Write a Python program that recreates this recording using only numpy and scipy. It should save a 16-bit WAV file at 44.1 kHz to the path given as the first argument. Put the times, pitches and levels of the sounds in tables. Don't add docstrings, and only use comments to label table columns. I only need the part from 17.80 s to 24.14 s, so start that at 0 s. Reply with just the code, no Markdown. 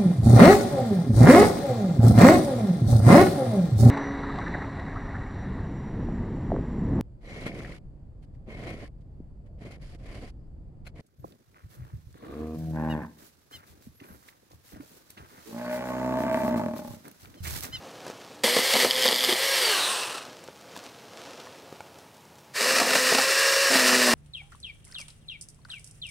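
import sys
import numpy as np
from scipy import signal
from scipy.fft import rfft, irfft, next_fast_len
from scipy.io import wavfile
from scipy.ndimage import uniform_filter1d, map_coordinates

SR = 44100
rng = np.random.default_rng(int(sys.argv[2]) if len(sys.argv) > 2 else 0)


def dump_mix(stems):
    frames = np.atleast_2d(stems).T
    limited = np.clip(frames, -1, 1)
    pcm = np.round(limited * 32767).astype(np.int16)
    wavfile.write(sys.argv[1], SR, pcm)


N = 279594
T = np.arange(N) / SR


def saw():
    link_hz, chain_db, whine_db, running = motor()
    cut, drone = wood_contact()
    link_phase = 2 * np.pi * np.cumsum(link_hz) / SR
    bite = np.clip((level(cut) - chain_db + 26.4) / 14, 0, 1)
    clatter = amp(chain_db) * chain_clatter(link_hz, link_phase, bite)
    chatter = bark_skips(link_phase)
    tearing = cut * np.minimum(link_hz / 250, 1) * stem(grainy(500, spread_db=5, hiss=0.5))
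    whine = link_whine(link_phase, whine_db, drone)
    return running * (whine + chatter + flares() + clatter + tearing)


# (time [s], link rate [Hz], chain [dB], whine [dB])
TRIGGER_BURSTS = [
    [(.636, 435, -21, -34), (.74, 500, -23.5, -34), (.83, 518, -24.5, -36), (.93, 545, -23, -33),
     (1.045, 488, -21.5, -36), (1.12, 518, -30, -35), (1.25, 520, -23.5, -30), (1.305, 490, -28.5, -43),
     (1.43, 512, -27, -37), (1.5, 495, -24, -38), (1.56, 512, -27, -38), (1.65, 546, -24.5, -35),
     (1.77, 546, -23.3, -33)],
    [(4.736, 280, -44, -45), (4.762, 345, -26, -36), (4.82, 455, -24, -37), (4.88, 512, -23, -30.5),
     (4.96, 537, -21.5, -29), (5.04, 526, -24.5, -43), (5.16, 518, -23, -31.5), (5.31, 510, -21, -31),
     (5.42, 534, -22.5, -31.5), (5.62, 547.5, -21.5, -29), (5.89, 549, -21.5, -28), (5.93, 525, -19, -35),
     (6.03, 505, -19, -35), (6.23, 503, -20, -33), (6.34, 470, -19.5, -35)],
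]
def motor():
    drag_s, friction_hz, stop_s = .99, 380, 2.52
    first, second = TRIGGER_BURSTS
    times, *columns = np.transpose(first + second)
    link_hz, chain_db, whine_db = (np.interp(T, times, column) for column in columns)
    off_s, off_hz, off_chain_db, off_whine_db = first[-1]
    coasting = (T > off_s) & (T < second[0][0])
    coast_hz = (off_hz + friction_hz) * np.exp((off_s - T) / drag_s) - friction_hz
    link_hz = np.where(coasting, np.maximum(coast_hz, 1), link_hz)
    slow_db = level(np.minimum(link_hz / 420, 1))
    chain_db = np.where(coasting, off_chain_db, chain_db) + 1.15 * slow_db
    whine_db = np.where(coasting, off_whine_db, whine_db) + 12 * slow_db
    start = uniform_filter1d(1. * (T >= first[0][0]), size=90)
    halt = np.clip((stop_s - T) / .15, 0, 1)
    return link_hz, chain_db, whine_db, np.where(coasting, halt, start)


# (multiple of link rate, level [dB], blur [Hz])
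WHINE_ORDERS = [(1, 1, 3.06), (.848, -10.5, 5), (2, -10.5, 5)]
# (multiple of link rate, level [dB], blur [Hz])
CUTTER_ORDERS = [(.25, -25.5, 4), (.5, -1, 3), (.75, -8, 5), (1.25, -7, 6)]
def link_whine(link_phase, whine_db, drone):
    whine = amp(whine_db) * tones(link_phase, WHINE_ORDERS, waver_db=1.8)
    return whine + drone * tones(link_phase, CUTTER_ORDERS, waver_db=0)


# (multiple of link rate, level [dB], blur [Hz])
GEAR_ORDERS = [(3, -12, 5), (5, -14, 7), (8, -19, 8), (10.155, -10.5, 5), (10.155, -13, 200)]
# (centre [Hz], width [Hz], level [dB])
FIRST_CUT_BANDS = [(494, 117, -5), (880, 315, -7.5), (1290, 95, -8.5), (2040, 322, 0), (3200, 410, -1.5),
                   (4470, 620, -2.5), (5750, 580, -10.5), (7180, 1140, -12.5), (8830, 980, -10.5),
                   (11470, 770, -10.5), (13600, 1200, -20), (15200, 800, -23)]
LIFTED_BANDS = [(503, 144, 1.5), (1110, 410, 2), (1680, 410, -1), (2780, 330, 2), (3960, 810, -0.5),
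                (5560, 800, -4), (8330, 1370, -4.5), (11000, 1500, -13), (14700, 740, -18)]
SECOND_CUT_BANDS = [(527, 126, -4), (1260, 290, -4), (1825, 180, 2), (2340, 140, -3), (2750, 210, -2.5),
                    (4040, 910, -11.5), (4910, 1100, -5.5), (6560, 550, -12), (7600, 500, -9.5),
                    (8980, 850, -11), (11240, 1700, -18.5), (13400, 900, -20.5), (15200, 800, -24)]
LOWERED_S, DULL_HZ = 3.5, 3000
def chain_clatter(link_hz, link_phase, bite):
    slow = np.clip((515 - link_hz) / 120, 0, 1)
    crawling = np.clip((220 - link_hz) / 120, 0, 1)
    pair_phase = link_phase / 4
    throb = 1 + 0.16 * np.cos(link_phase) + 0.13 * bite * np.cos(pair_phase + 1.1 * wobble(12))
    throb += .3 * crawling * np.cos(pair_phase + wobble(20))
    rattle = grainy(9000, spread_db=2.5, hiss=1.52) * throb * amp((.5 + .5 * bite) * wobble(60))
    whistle_db = -5.5 - 8.5 * bite - 14 * slow
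    rattle += amp(whistle_db) * tones(link_phase, GEAR_ORDERS, waver_db=3.2)
    lift = np.clip((T - 1.75) / 0.35, 0, 1)
    first = (1 - lift) * banded(rattle, FIRST_CUT_BANDS) + lift * banded(rattle, LIFTED_BANDS)
    clatter = np.where(T < LOWERED_S, first, banded(rattle, SECOND_CUT_BANDS))
    treble = filtered(clatter, lambda hz: 1j * hz / (DULL_HZ + 1j * hz))
    return clatter - .5 * crawling * treble


# (start [s], end [s], cutting [dB], drone on entry [dB], drone on exit [dB])
WOOD_CUTS = [(.636, .81, -43, -33, -45), (.94, 1.07, -40, -42, -36), (1.15, 1.24, -56, -45, -43),
             (1.24, 1.34, -42, -46, -46), (1.34, 1.48, -57, -43, -43), (1.48, 1.55, -41, -46, -46),
             (4.81, 5.41, -42, -44, -35), (5.905, 6.34, -34, -29, -24)]
def wood_contact():
    enter_s, leave_s = .008, .05
    cut, drone = amp(-57), 0
    for start, end, cut_db, entry_db, exit_db in WOOD_CUTS:
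        pressed = amp(-20 * np.maximum((start - T) / enter_s, (T - end) / leave_s).clip(0))
        cut += amp(cut_db) * pressed
        drone += amp(np.interp(T, [start, end], [entry_db, exit_db])) * pressed
    surges = amp(-21) * burst(np.array(CUTTER_CATCHES)[:, :2], rise=.01, t60=.25)
    return cut + surges, drone


# (time [s], thump [dB], crack [dB], ring [Hz])
CUTTER_CATCHES = [(0.641, -15, -13, 487), (0.764, -11.5, -11, 456), (0.936, -18, -8, 528),
                  (0.952, -15, -18, 540), (0.999, -28, -14, 520), (1.03, -19, -20, 500),
                  (1.046, -12.5, -11, 452), (1.107, -37, -20, 511), (1.253, -14.5, -13, 517),
                  (1.285, -20, -16, 480), (1.32, -18.5, -15, 458), (1.437, -40, -10, 455),
                  (1.486, -15.5, -20, 372), (1.523, -16.5, -18, 370), (2.232, -45, -22, 600),
                  (4.807, -26, -11, 500), (4.857, -22, -14, 560), (4.908, -22, -14, 526),
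                  (4.96, -21, -14, 532), (4.984, -24, -9, 520), (4.999, -18, -8, 650),
                  (5.012, -16, -16, 700), (5.064, -18.5, -22, 502), (5.105, -19, -11, 450),
                  (5.133, -21, -10.5, 505), (5.152, -15.5, -7, 515), (5.29, -30, -12, 500),
                  (5.319, -15, -16, 436), (5.348, -19, -7, 426), (5.383, -14, -11, 800),
                  (5.907, -21, -24, 546), (5.923, -28, -11, 560), (5.952, -16, -30, 636),
                  (6.284, -17, -14, 589), (6.332, -14, -14, 622)]
def catches():
    rings, t = np.zeros(N + SR), np.arange(SR // 8) / SR
    for s, db, _, hz in CUTTER_CATCHES:
        envelope = amp(db - 60 * t / 0.05) * (1 - np.exp(-t / 0.002))
        overtone = 0.25 * amp(-60 * t / 0.035) * np.sin(2 * np.pi * 2.38 * hz * t)
        rings[round(s * SR):][:len(t)] += envelope * (np.sin(2 * np.pi * hz * t) + overtone)
    rows = np.array(CUTTER_CATCHES)
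    thump = burst(rows[:, :2], rise=0.0064, t60=0.052) * stem(rng.standard_normal(N))
    fibres = filtered(rng.standard_normal(N), lambda hz: 1 / (1 + 1j * hz / 6500))
    fibres = np.where(T < LOWERED_S, banded(fibres, FIRST_CUT_BANDS), banded(fibres, SECOND_CUT_BANDS))
    crack = burst(rows[:, [0, 2]], rise=0.002, t60=0.024) * fibres
    low_thud = amp(-23) * burst(rows[:, [0, 2]], rise=.006, t60=.042)
    return rings[:N] + thump + crack + low_thud


# (centre [Hz], width [Hz], level [dB])
STEM_MODES = [(239, 56, 2), (379, 40, 1), (624, 350, -0.5), (1230, 290, -8.5)]
def stem(force):
    def response(hz):
        return sum((-1) ** k * amp(db) * 1j * hz * width / (centre ** 2 - hz ** 2 + 1j * hz * width)
                   for k, (centre, width, db) in enumerate(STEM_MODES))
    return unit(low_cut(filtered(force, response), corner_hz=90))


# (peak [s], level [dB], time to build 20 dB [s])
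SKIP_RUNS = [(1.111, -20.5, .018), (1.235, -32, .3), (1.292, -22.5, .14), (1.362, -28, .1),
             (1.412, -28, .15), (1.449, -22, .035), (1.54, -31, .3)]
# (centre [Hz], width [Hz], level [dB])
BAR_BANDS = [(3350, 320, 4), (4800, 400, -1), (2100, 300, -9), (6600, 900, -13), (11700, 700, -11)]
def bark_skips(link_phase):
    scrape_t60, run_fall_s = .009, .012
    pairs_passed = np.floor(link_phase / (8 * np.pi) + .06 * wobble(90))
    skips = np.diff(pairs_passed, prepend=0) * amp(1.8 * rng.standard_normal(N))
    scrapes = signal.lfilter([1], [1, -amp(-60 / (scrape_t60 * SR))], skips)
    runs = swells([(*row, run_fall_s) for row in SKIP_RUNS])
    return runs * banded(scrapes * rng.standard_normal(N), BAR_BANDS)


# (peak [s], centre [Hz], sink [Hz/s], width [Hz], level [dB], 20 dB rise or fall [s])
SINKING_BANDS = [(1.86, 4600, 4500, 160, -28.5, .12), (1.92, 2950, 2500, 500, -30, .16),
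                 (1.95, 4300, 2500, 400, -34, .12), (1.955, 1160, 1800, 30, -34, .1),
                 (1.94, 1600, 1500, 150, -37, .1), (2.045, 3800, 2000, 700, -28, .15),
                 (2.1, 8800, 5000, 700, -35, .16), (2.13, 1060, 300, 110, -34, .15),
                 (2.23, 2650, 1200, 250, -38, .1), (2.35, 1300, 600, 200, -44, .12)]
def flares():
    bands = np.zeros(N)
    for s, hz, sink, width_hz, db, rise in SINKING_BANDS:
        phase = 2 * np.pi * (hz * (T - s) - sink * (T - s) ** 2 / 2)
        noise = unit(wobble(width_hz) * np.cos(phase) + wobble(width_hz) * np.sin(phase))
        bands += swells([(s, db, rise, rise)]) * noise
    return bands


# (peak [s], wood [dB], leaves [dB], time to rise 20 dB [s])
BRANCH_MOVES = [(.05, -46, -52, .5), (.27, -45, -49, .2), (.45, -50, -53, .8), (2.43, -46, -48, .4),
                (2.95, -50, -51, .3), (3.06, -48, -50, .08), (3.46, -46.5, -48.5, .7), (3.95, -53, -66, .5),
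                (4.17, -60, -60, .1), (4.68, -58, -63, .5)]
# (frequency [Hz], density [dB])
WOOD_SPECTRUM = [(71, -37), (120, -16), (241, -5), (367, -5.5), (396, -5), (558, -2.5), (2500, -24),
                 (3250, -32), (5500, -120)]
LEAF_SPECTRUM = [(710, -20), (1200, -5.5), (1950, -11.5), (2600, -8), (5770, -11.5), (11700, -27),
                 (14700, -33), (15700, -46)]
def branches():
    wood = swells([(s, db, rise, 1.5 * rise) for s, db, _, rise in BRANCH_MOVES])
    leaves = swells([(s, db, rise, 1.5 * rise) for s, _, db, rise in BRANCH_MOVES])
    shake = wobble(29.98)
    wood *= amp(0.76 * shake) * coloured(grainy(600, spread_db=3, hiss=3.0), WOOD_SPECTRUM)
    leaves *= amp(0.37 * shake + 0.68 * wobble(90))
    leaves *= coloured(grainy(900, spread_db=5, hiss=1.1), LEAF_SPECTRUM)
    return wood + leaves


# (time [s], knock [dB], snap [dB], pitch [Hz])
TWIG_KNOCKS = [(0.266, -28, -38, 620), (0.279, -31, -39, 360), (0.3, -28.5, -39, 482),
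               (2.639, -41, -41, 579), (2.686, -29.5, -54, 520), (2.964, -30, -37, 990),
               (2.974, -33, -36, 338), (3.039, -39, -44, 622), (3.474, -35, -54, 575),
               (3.599, -37, -53, 514), (3.671, -34, -53, 1090), (3.926, -30, -48, 445),
               (4.006, -28, -47, 860), (4.186, -42, -43, 428), (4.584, -46, -47, 506)]
def twigs():
    knocks, t = np.zeros(N + SR), np.arange(SR // 10) / SR
    for s, db, _, hz in TWIG_KNOCKS:
        phase = 2 * np.pi * hz * t
        modes = np.sin(phase) + 0.46 * np.sin(1.655 * phase) + 0.3 * np.sin(2.6 * phase)
        knocks[round(s * SR):][:len(t)] += amp(db - 60 * t / 0.016) * modes
    ticks = rng.uniform([0, -60], [T[-1], -50], (round(14 * N / SR), 2))
    snaps = burst(np.vstack([np.array(TWIG_KNOCKS)[:, [0, 2]], ticks]), rise=.0004, t60=0.019)
    crackle = coloured(rng.standard_normal(N), [(1500, -22), (3500, 3), (7000, 2), (15000, -12)])
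    return knocks[:N] + snaps * crackle


def wall_scatter(x):
    t = np.arange(SR // 4) / SR
    tail = uniform_filter1d(rng.standard_normal(len(t)), size=4) * amp(-60 * t / 0.04) * (t > .004)
    return x + amp(-18.5) * signal.fftconvolve(x, tail / np.linalg.norm(tail))[:N]


# (frequency [Hz], density [dB])
TRAFFIC_SPECTRUM = [(18, -76), (30, -48), (83, -2.5), (141, -0.5), (238, -7), (285, -10), (508, -9.5),
                    (772, -15), (835, -7.5), (1030, -16), (15700, -31)]
# (start [s], end [s], pitch [Hz], level [dB])
DISTANT_TONES = [(.07, .24, 296, -58), (0.41, 0.64, 298, -58), (3.75, 4.697, 855, -68),
                 (3.9, 4.697, 953, -70)]
def town():
    hum = amp(-53.5 + .8 * wobble(2.92)) * coloured(rng.standard_normal(N), TRAFFIC_SPECTRUM)
    for start, end, hz, db in DISTANT_TONES:
        gate = np.clip(np.minimum(T - start, end - T) / 0.017, 0, 1)
        hum += amp(db + 3 * wobble(12)) * gate * np.sin(2 * np.pi * hz * T)
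    return hum


def amp(db):
    return 10 ** (np.asarray(db) / 20)


def level(gain):
    return 20 * np.log10(gain + 1e-9)


def unit(x):
    return x / np.sqrt(np.mean(x ** 2) + 1e-20)


def wobble(rate):
    return map_coordinates(rng.standard_normal(int(N * rate / SR) + 4), [T * rate])


def filtered(x, response):
    size = next_fast_len(N + SR // 2)
    return irfft(rfft(x, size) * response(np.fft.rfftfreq(size, 1 / SR)), size)[..., :N]


def low_cut(x, corner_hz):
    return filtered(x, lambda hz: (1j * hz / (corner_hz + 1j * hz)) ** 2)


def coloured(x, points):
    f, db = np.transpose(points)
    return unit(filtered(x, lambda hz: amp(np.interp(np.log(hz + 1), np.log(f), db))))


def banded(x, bands):
    def response(hz):
        return np.sqrt(sum(amp(2 * db) * np.exp(-((hz - f) / width) ** 2) for f, width, db in bands))
    return unit(filtered(x, response))


def grainy(per_s, spread_db, hiss):
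    hits = rng.random(N) < per_s / SR
    clicks = hits * amp(spread_db * rng.standard_normal(N)) * rng.standard_normal(N)
    return unit(unit(clicks) + hiss * rng.standard_normal(N))


def tones(phase, orders, waver_db):
    total = np.zeros(N)
    for multiple, db, blur_hz in orders:
        gain = amp(db + waver_db * wobble(25))
        drift = 2 * np.pi * np.cumsum(blur_hz * wobble(40 + 2 * blur_hz)) / SR
        total += gain * np.sin(multiple * phase + drift)
    return total


def burst(rows, rise, t60):
    marks, t = np.zeros(N), np.arange(SR // 2) / SR
    np.add.at(marks, np.round(rows[:, 0] * SR).astype(int), amp(rows[:, 1]))
    return signal.fftconvolve(marks, (1 - np.exp(-t / rise)) * amp(-60 * t / t60))[:N]


def swells(rows):
    return np.sqrt(sum(amp(2 * db - 40 * np.where(T < s, (s - T) / rise, (T - s) / fall))
                       for s, db, rise, fall in rows))


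def scene():
    mono = saw() + wall_scatter(catches() + branches() + twigs()) + town()
    return np.array([mono, mono])


def record(dry):
    ceiling, top_hz = .7, 15760
    x = low_cut(dry, corner_hz=90)
    rounded = x / (1 + np.abs(x / ceiling) ** 4) ** .25
    return filtered(rounded, lambda hz: hz < top_hz)


dry = scene()
out = record(dry)
dump_mix(out)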